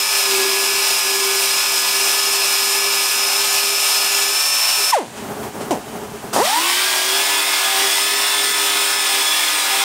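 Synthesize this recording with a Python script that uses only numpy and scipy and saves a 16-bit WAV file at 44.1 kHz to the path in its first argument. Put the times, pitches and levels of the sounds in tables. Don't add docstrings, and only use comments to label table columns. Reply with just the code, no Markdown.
import sys
import numpy as np
from scipy import signal
from scipy.fft import rfft, irfft, next_fast_len
from scipy.io import wavfile
from scipy.ndimage import uniform_filter1d

SR = 44100
rng = np.random.default_rng(int(sys.argv[2]) if len(sys.argv) > 2 else 0)


def persist_wave(psi):
    counts = np.round(np.clip(psi, -1, 1) * 32767).astype(np.int16)
    wavfile.write(sys.argv[1], SR, np.atleast_2d(counts).T)


N = 433926
TIME = np.arange(N) / SR

# t/s, speed/(turns/s)
DRIVE_SPEED_1 = [(0.0, 288.0), (0.18, 287.8), (0.34, 279.1), (0.78, 285.3), (1.34, 281.7), (1.7, 286.6),
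                 (1.8, 283.1), (2.28, 287.5), (2.48, 283.9), (2.9, 286.9), (3.04, 284.2), (3.24, 287.2),
                 (3.8, 289.1), (4.26, 287.1), (4.42, 297.2), (4.76, 297.4), (4.82, 291.7), (4.9, 295.1)]
DRIVE_SPEED_2 = [(6.84, 270.8), (7.08, 274.1), (7.2, 285.4), (7.3, 287.9), (7.76, 280.6), (8.26, 293.9),
                 (8.4, 290.6), (8.98, 289.6), (9.12, 285.7), (9.62, 282.9), (9.82, 284.1)]
WORKING_SPEED, SPEED_SWING = 285, 13
PULSES_PER_TURN, LAPS_PER_TURN = 4.36, .154

# f/Hz, level/dB
RASP_SPECTRUM_1 = [(60, -39), (150, -32), (300, -16.5), (520, -10.5), (850, 0.5), (1150, -5), (1850, -6),
                   (2150, -4.5), (2500, 3), (2950, 1), (3300, -2), (4000, -0.5), (5200, -2), (9000, -19.5)]
RASP_SPECTRUM_2 = [(60, -29), (200, -41), (300, -14.5), (500, -11), (700, -2.5), (980, 0), (1200, -4),
                   (2100, -1), (2300, -1), (3000, -0.5), (3400, 2), (4100, -2.5), (5200, -2.5),
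                   (9000, -15.5)]
# f/Hz, level/dB
JET_SPECTRUM_1 = [(2500, -25.5), (4300, -12), (5300, 4), (6100, 0.5), (6500, -4), (7200, -1), (8800, 1.5),
                  (9800, -0.5), (10500, -6.5), (11200, -2), (12400, -6), (14200, -3), (14700, -7.5),
                  (16000, -14)]
JET_SPECTRUM_2 = [(2500, -38), (4300, -13), (5300, 3), (6300, -4), (7000, 1), (7600, 1), (8700, 5),
                  (9800, 2.5), (10300, -4), (12000, -3), (14000, -5), (16000, -2)]

WHINE_ORDERS = [4.36, 6, 12, 18, 30]
# mean level at working speed/dB, slope/(dB per turn/s), flutter (0-1)
WHINES_1 = [(-35.3, -0.06, 0.24), (-34.5, -0.3, 0.4), (-36.5, -0.03, 0.3), (-26, 0.34, 0.18),
            (-38, -0.1, .2)]
WHINES_2 = [(-33.5, 0.054, .22), (-31.5, -0.052, 0.23), (-28, -0.022, 0.61), (-31.5, .4, 0.31),
            (-32.5, 0.15, 0.29)]
# multiple of drive speed, relative level in first pass/dB, relative level in second pass/dB
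BEARING_TONES = [(1.06, -60, -46.5), (2.0, -47, -50), (2.44, -50, -44), (3.33, -49, -40), (3.52, -42, -41),
                 (3.73, -41, -42), (4.0, -44, -60), (4.98, -41, -40), (5.36, -43, -44), (6.94, -47, -40),
                 (7.25, -60, -40), (7.41, -48, -39), (7.55, -51, -41), (7.7, -47, -42), (8.0, -37, -48),
                 (8.09, -38, -49), (8.36, -40, -40), (8.72, -37, -35), (9.0, -41, -52), (9.34, -37, -38),
                 (9.72, -39, -40), (10.88, -48, -42), (11.02, -47, -42), (13.0, -44, -50),
                 (13.14, -60, -40), (13.44, -60, -40), (14.0, -45, -48), (14.8, -49, -44), (15.1, -56, -42),
                 (17.0, -42, -48), (20.0, -40, -60), (24.0, -34, -42), (25.0, -48, -44), (26.0, -45, -52),
                 (28.0, -42, -47), (32.0, -44, -48), (36.0, -49, -47)]

HUM_ORDER = 1.387
# t/s, level/dB
HUM_LEVEL_1 = [(0.0, -39), (0.11, -39), (0.38, -22.5), (0.52, -29), (0.95, -34.5), (1.0, -47), (1.06, -31),
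               (1.43, -29.5), (1.49, -38), (3.02, -33), (3.11, -51), (3.14, -37), (3.73, -36.5),
               (3.77, -41), (4.3, -35), (4.49, -60), (4.75, -69), (4.78, -35), (4.83, -31), (4.9, -54)]
HUM_LEVEL_2 = [(6.7, -37.5), (7.33, -35.5), (7.46, -42.5), (7.86, -33.5), (7.91, -47), (8.15, -36),
               (8.76, -36.5), (9.56, -45.5), (9.83, -40)]
# peak t/s, half width/s, level/dB
OCTAVE_SWELLS = [(7.76, 0.13, -28.5), (9.15, 0.098, -35), (9.78, 0.13, -30)]
# f/Hz, level/dB
RUMBLE_SPECTRUM = [(60, -24), (195, -17), (260, 1), (330, -3.5), (600, -25), (2000, -60)]

# t/s, starting speed/(turns/s), exhaust level/dB, rise/s, fall/(dB/s), treble past the muffler/dB
STOPS = [(4.92, 268, -7, 0.019, 194, 2.5), (5.7072, 90, -11.5, .002, 270, -14)]
COAST_S, FRICTION_PER_S = .082, 300
CRAWL_SPEED, BREAK_FREE_S, SPIN_UP_S = 25, 6.349, .143
# t/s, level/dB
RESTART_LEVEL = [(6.328, -38), (6.365, -13.5), (6.39, -16), (6.42, -13), (6.44, -20), (6.49, -23.5),
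                 (6.53, -18.5), (6.59, -20.5), (6.62, -33.5), (6.73, -25)]
# f/Hz, level/dB
MUFFLER = [(50, -28), (140, -9), (230, -2), (500, -1), (800, 0), (1000, -2), (1230, -17), (1450, -17),
           (1700, -22), (2000, -16), (2400, -30), (4000, -42)]

# t/s, level/dB, rise/s, decay/s
BITES = [(6.448, -18, .008, .015)]
# t/s, level/dB, rise/s, decay/s
RING_OUT = [(4.92, -33, .005, .06)]
# t/s, level/dB, rise/s, decay/s
GUSHES = [(5.707, -29, .001, 0.022), (6.327, -20.5, 0.0089, 0.18)]
# f/Hz, level/dB
GUSH_SPECTRUM = [(80, -36), (760, -13), (1300, 7), (1490, -18), (2320, -21), (2600, -6), (3630, -7),
                 (4900, -5), (7980, -8), (8580, -5.5), (15500, -17)]
# t/s, scuff level/dB, hiss level/dB, rise/s, decay/s
SCUFFS = [(5.13, -35, -36, .05, .1), (5.425, -35, -36, .01, 0.042), (5.595, -28, -34, 0.02, .04),
          (6.325, -19.5, -34, 0.014, 0.037)]
# f/Hz, level/dB
SCUFF_SPECTRUM = [(40, -27), (200, 2), (600, 1.5), (1000, 2), (1600, -6), (3000, -23), (8000, -30)]
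# f/Hz, level/dB
LEAK_SPECTRUM = [(880, -20), (1500, 1.5), (3150, 1.5), (3540, -2), (4390, -4), (5140, -3.5), (8880, -3),
                 (12600, -14.5), (15500, -27)]
# f/Hz, level/dB
SHOP_SPECTRUM = [(25, -29), (60, -15), (120, -7), (185, -7.5), (215, 0.5), (245, -4.5), (360, -9), (412, 3),
                 (470, -11), (750, -6.5), (1100, -12.5), (1600, -18), (3000, -38), (6000, -30.5)]

PAUSE_FROM_S, PAUSE_TO_S, SWELL_S, SINK_S = 4.94, 6.41, 0.24, 0.12
LEAK_DB, SHOP_PAUSE_DB, SHOP_WORK_DB = -40.5, -30, -51.5
EDGE_HZ = 15750


def first_pass():
    t = TIME[TIME < 4.93]
    speed = follow(DRIVE_SPEED_1, t)[0]
    turns = turning(t, speed, sway=.0015, jitter=.0009)
    noise = grinding(t, turns, load(speed, sag_db=0.05), RASP_SPECTRUM_1, JET_SPECTRUM_1,
                     memory=0.18, rasp_db=-22.5, jet_db=-21, chip_db=-14,
                     chatter_db=0.68, pressure_db=0.38, patchy_db=0.8)
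    tones = whine(t, speed, turns, WHINES_1, np.array(BEARING_TONES)[:, :2],
                  waver_db=0.5, bearing_db=0.3, bearing_slope_db=-0.0552, bearing_flutter=0.32)
    tones += hum(t, turns, HUM_LEVEL_1, hum_db=0.4, octave_db=-55, waver_db=1.4, rumble_db=-17)
    return 0, (noise + tones) * fade(t, 0.00084, 0.021)


def second_pass():
    t = TIME[TIME > 6.42]
    speed = restart_speed(t)
    turns = turning(t, speed, sway=.001, jitter=.0014)
    noise = grinding(t, turns, load(speed, sag_db=0.15), RASP_SPECTRUM_2, JET_SPECTRUM_2,
                     memory=0.52, rasp_db=-20.0, jet_db=-22.0, chip_db=-14.0,
                     chatter_db=0.44, pressure_db=0.5, patchy_db=1.63)
    tones = whine(t, speed, turns, WHINES_2, np.array(BEARING_TONES)[:, ::2],
                  waver_db=1.44, bearing_db=0.16, bearing_slope_db=0.13, bearing_flutter=0.42)
    tones *= np.clip(speed / WORKING_SPEED, 0, 1) ** 5
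    belt_hum = hum(t, turns, HUM_LEVEL_2, hum_db=1.6, octave_db=-61, waver_db=2.0, rumble_db=-14.5)
    tones += belt_hum * fade(t, 0.18, .001)
    belt_gain = (speed / WORKING_SPEED) ** 0.42
    return t[0], (noise + tones) * belt_gain * fade(t, 0.025, 0.00076)


def grinding(t, turns, load_db, rasp_colour, jet_colour, memory, rasp_db, jet_db, chip_db,
             chatter_db, pressure_db, patchy_db):
    ticks = amp(chip_db) * chips(t, 450)
    chatter = chatter_db * (wander(t, 21.74) + wander(t, 140))
    contact_db = chatter + pressure_db * wander(t, 7.08)
    panel = shifting(coloured(grit(turns, memory) + ticks, rasp_colour), patchy_db)
    rasp = amp(rasp_db + load_db + contact_db) * panel
    gusts_db = 0.77 * contact_db + 0.42 * wander(t, 9)
    jet = coloured(rng.standard_normal(len(t)) + ticks, jet_colour)
    return rasp + amp(jet_db + gusts_db) * jet


def grit(turns, memory):
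    laps = turns * LAPS_PER_TURN
    memory = np.clip(memory, 0, .95)
    belt = signal.lfilter([1], [1, -memory], rng.standard_normal(size=(300, 1024)), axis=0)
    return evened(np.take(belt, (laps * belt.shape[1]).astype(int), mode="wrap"))


def chips(t, per_s):
    size = amp(10 * rng.random(len(t)) ** 2) * rng.choice([-1, 1], len(t))
    return evened(size * (rng.random(len(t)) < per_s / SR))


def shifting(x, patchy_db):
    spectrum = signal.stft(x, nperseg=1024, noverlap=768)[2]
    patches = uniform_filter1d(rng.standard_normal(spectrum.shape), size=4, axis=0)
    patches = uniform_filter1d(patches, size=18, axis=1)
    gain = amp(patchy_db * evened(patches))
    return evened(signal.istft(spectrum * gain, nperseg=1024, noverlap=768)[1][:len(x)])


def load(speed, sag_db):
    return sag_db * np.clip(WORKING_SPEED - speed, -SPEED_SWING / 2, SPEED_SWING / 2)


def turning(t, speed, sway, jitter):
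    return np.cumsum(speed * (1 + sway * wander(t, 10) + jitter * wander(t, 70))) / SR


def whine(t, speed, turns, whines, bearings, waver_db, bearing_db, bearing_slope_db, bearing_flutter):
    extra = np.clip(speed - WORKING_SPEED, -SPEED_SWING, SPEED_SWING)
    strong = 0
    for order, (db, slope, flutter) in zip(WHINE_ORDERS, whines):
        level_db = db + slope * extra + waver_db * wander(t, 7)
        strong = strong + amp(level_db) * tone(t, turns, order, flutter, 110)
    bed = sum(amp(db) * tone(t, turns, order, bearing_flutter, 14) for order, db in bearings)
    return strong + amp(bearing_db + bearing_slope_db * extra) * bed


def tone(t, turns, order, flutter, per_s):
    angle = 2 * np.pi * ((order * turns + rng.random()) % 1).astype(np.float32)
    in_phase = (1 + flutter * wander(t, per_s)) * np.cos(angle)
    quadrature = flutter * wander(t, per_s) * np.sin(angle)
    return (in_phase + quadrature) * np.sqrt(2 / (1 + 2 * flutter ** 2))


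def hum(t, turns, level, hum_db, octave_db, waver_db, rumble_db):
    strength = amp(hum_db + follow(level, t)[0] + waver_db * wander(t, 12))
    low = strength * (tone(t, turns, HUM_ORDER, 0.21, 50) + amp(rumble_db) * hiss(t, RUMBLE_SPECTRUM))
    octave = amp(octave_db) + sum(amp(db) * swell(t, s, width) for s, width, db in OCTAVE_SWELLS)
    return low + octave * tone(t, turns, 2 * HUM_ORDER, .45, 60)


def swell(t, peak_s, half_width_s):
    return np.exp(-((t - peak_s) / half_width_s) ** 2)


def restart_speed(t):
    rise_s = DRIVE_SPEED_2[0][0] - BREAK_FREE_S
    since_free = np.clip(t - BREAK_FREE_S, 0, rise_s)
    share = np.expm1(-since_free / SPIN_UP_S) / np.expm1(-rise_s / SPIN_UP_S)
    return np.maximum(share * follow(DRIVE_SPEED_2, t)[0], CRAWL_SPEED)


def spin_up():
    t = np.arange(RESTART_LEVEL[0][0], RESTART_LEVEL[-1][0], 1 / SR)
    puffs = exhaust(t, restart_speed(t), edge=0.4, bypass_db=-0.5, ring=4.5, throb=0.64,
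                    breath_db=-10.5, ragged_db=2.3)
    return t[0], amp(follow(RESTART_LEVEL, t)[0]) * puffs * fade(t, 0.0011, .02)


def coast(start, top_speed, db, rise_s, fall_db_per_s, bypass_db):
    t = TIME[:SR // 4]
    friction = FRICTION_PER_S * COAST_S
    speed = (top_speed + friction) * np.exp(-t / COAST_S) - friction
    t, speed = t[speed > 1], speed[speed > 1]
    puffs = exhaust(t, speed, edge=-.25, bypass_db=bypass_db, ring=0.51, throb=.05,
                    breath_db=-9.0, ragged_db=1.0)
    return start, amp(db - fall_db_per_s * t) * puffs * fade(t, rise_s, 0.076)


def exhaust(t, speed, edge, bypass_db, ring, throb, breath_db, ragged_db):
    turns = np.cumsum(speed) / SR
    cycle = PULSES_PER_TURN * turns + 1 / 4
    k = np.arange(1, 25)[:, None]
    hz = k * PULSES_PER_TURN * speed
    gain = k ** edge * amp(read(MUFFLER, hz))
    gain = gain * amp(bypass_db * np.clip((hz - 1000) / 300, 0, 1))
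    lag = ring * (hz / 1000) ** 2
    harmonics = gain * np.cos(2 * np.pi * k * cycle - lag)
    puffs = -harmonics.sum(0) / np.sqrt((gain ** 2).sum(0) / 2)
    spray = amp(breath_db) * hiss(t, LEAK_SPECTRUM) * np.cos(np.pi * cycle) ** 2
    drag = 1 + throb * (speed / speed.max()) ** 2 * np.cos(4 * np.pi * LAPS_PER_TURN * turns)
    return (puffs + spray) * drag * amp(ragged_db * wander(t, 159.6))


def bursts(rows, colour):
    out = np.zeros(N)
    t = TIME[:SR // 2]
    for start, db, rise_s, decay_s in rows:
        envelope = np.minimum(t / rise_s, 1) * np.exp(-np.maximum(t - rise_s, 0) / decay_s)
        add(out, start, amp(db) * hiss(t, colour) * envelope)
    return out


def handling():
    rows = np.array(SCUFFS)
    scuff_rows = np.delete(rows, 2, axis=1)
    hiss_rows = np.delete(rows, 1, axis=1)
    return bursts(scuff_rows, SCUFF_SPECTRUM) + bursts(hiss_rows, LEAK_SPECTRUM)


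def leak():
    t = TIME[(TIME > PAUSE_FROM_S) & (TIME < PAUSE_TO_S)]
    level = amp(LEAK_DB + 0.49 * wander(t, 12.2))
    return t[0], level * hiss(t, LEAK_SPECTRUM) * fade(t, 0.0057, 0.012)


def shop():
    rising = np.clip((TIME - PAUSE_FROM_S) / SWELL_S, 0, 1)
    sinking = np.clip(1 - (TIME - PAUSE_TO_S) / SINK_S, 0, 1)
    db = SHOP_WORK_DB + (SHOP_PAUSE_DB - SHOP_WORK_DB) * rising * sinking
    return amp(db + 2.4 * wander(TIME, 25)) * hiss(TIME, SHOP_SPECTRUM)


def hiss(t, colour):
    return coloured(rng.standard_normal(len(t)), colour)


def coloured(x, colour):
    size = next_fast_len(len(x))
    gain = amp(read(colour, np.fft.rfftfreq(size, 1 / SR)))
    return evened(irfft(rfft(x, size) * gain, size)[:len(x)])


def wander(t, per_s):
    knots = rng.standard_normal(4096)
    return evened(np.interp((t - t[0]) * per_s, np.arange(len(knots)), knots))


def fade(t, rise_s, fall_s):
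    return np.clip((t - t[0]) / rise_s, 0, 1) * np.clip((t[-1] - t) / fall_s, 0, 1)


def read(points, hz):
    f, db = np.transpose(points)
    return np.interp(np.log(hz + 1), np.log(f + 1), db)


def follow(rows, t):
    s, *columns = np.transpose(rows)
    return [np.interp(t, s, c) for c in columns]


def amp(db):
    return 10 ** (np.asarray(db) / 20)


def evened(x):
    return x / np.sqrt(np.mean(x ** 2) + 1e-20)


def add(mix, s, sound):
    part = mix[round(s * SR):][:len(sound)]
    part += sound[:len(part)]


def scene():
    mix = shop() + handling() + bursts(GUSHES, GUSH_SPECTRUM)
    mix += bursts(BITES, RASP_SPECTRUM_2) + bursts(RING_OUT, RASP_SPECTRUM_1)
    add(mix, *first_pass())
    for stop in STOPS:
        add(mix, *coast(*stop))
    add(mix, *leak())
    add(mix, *spin_up())
    add(mix, *second_pass())
    return np.array([mix, mix])


def record(dry):
    lowpass = signal.firwin(511, EDGE_HZ, window=("kaiser", 9), fs=SR)
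    return signal.oaconvolve(dry, lowpass[None], "same")


dry = scene()
out = record(dry)
persist_wave(out)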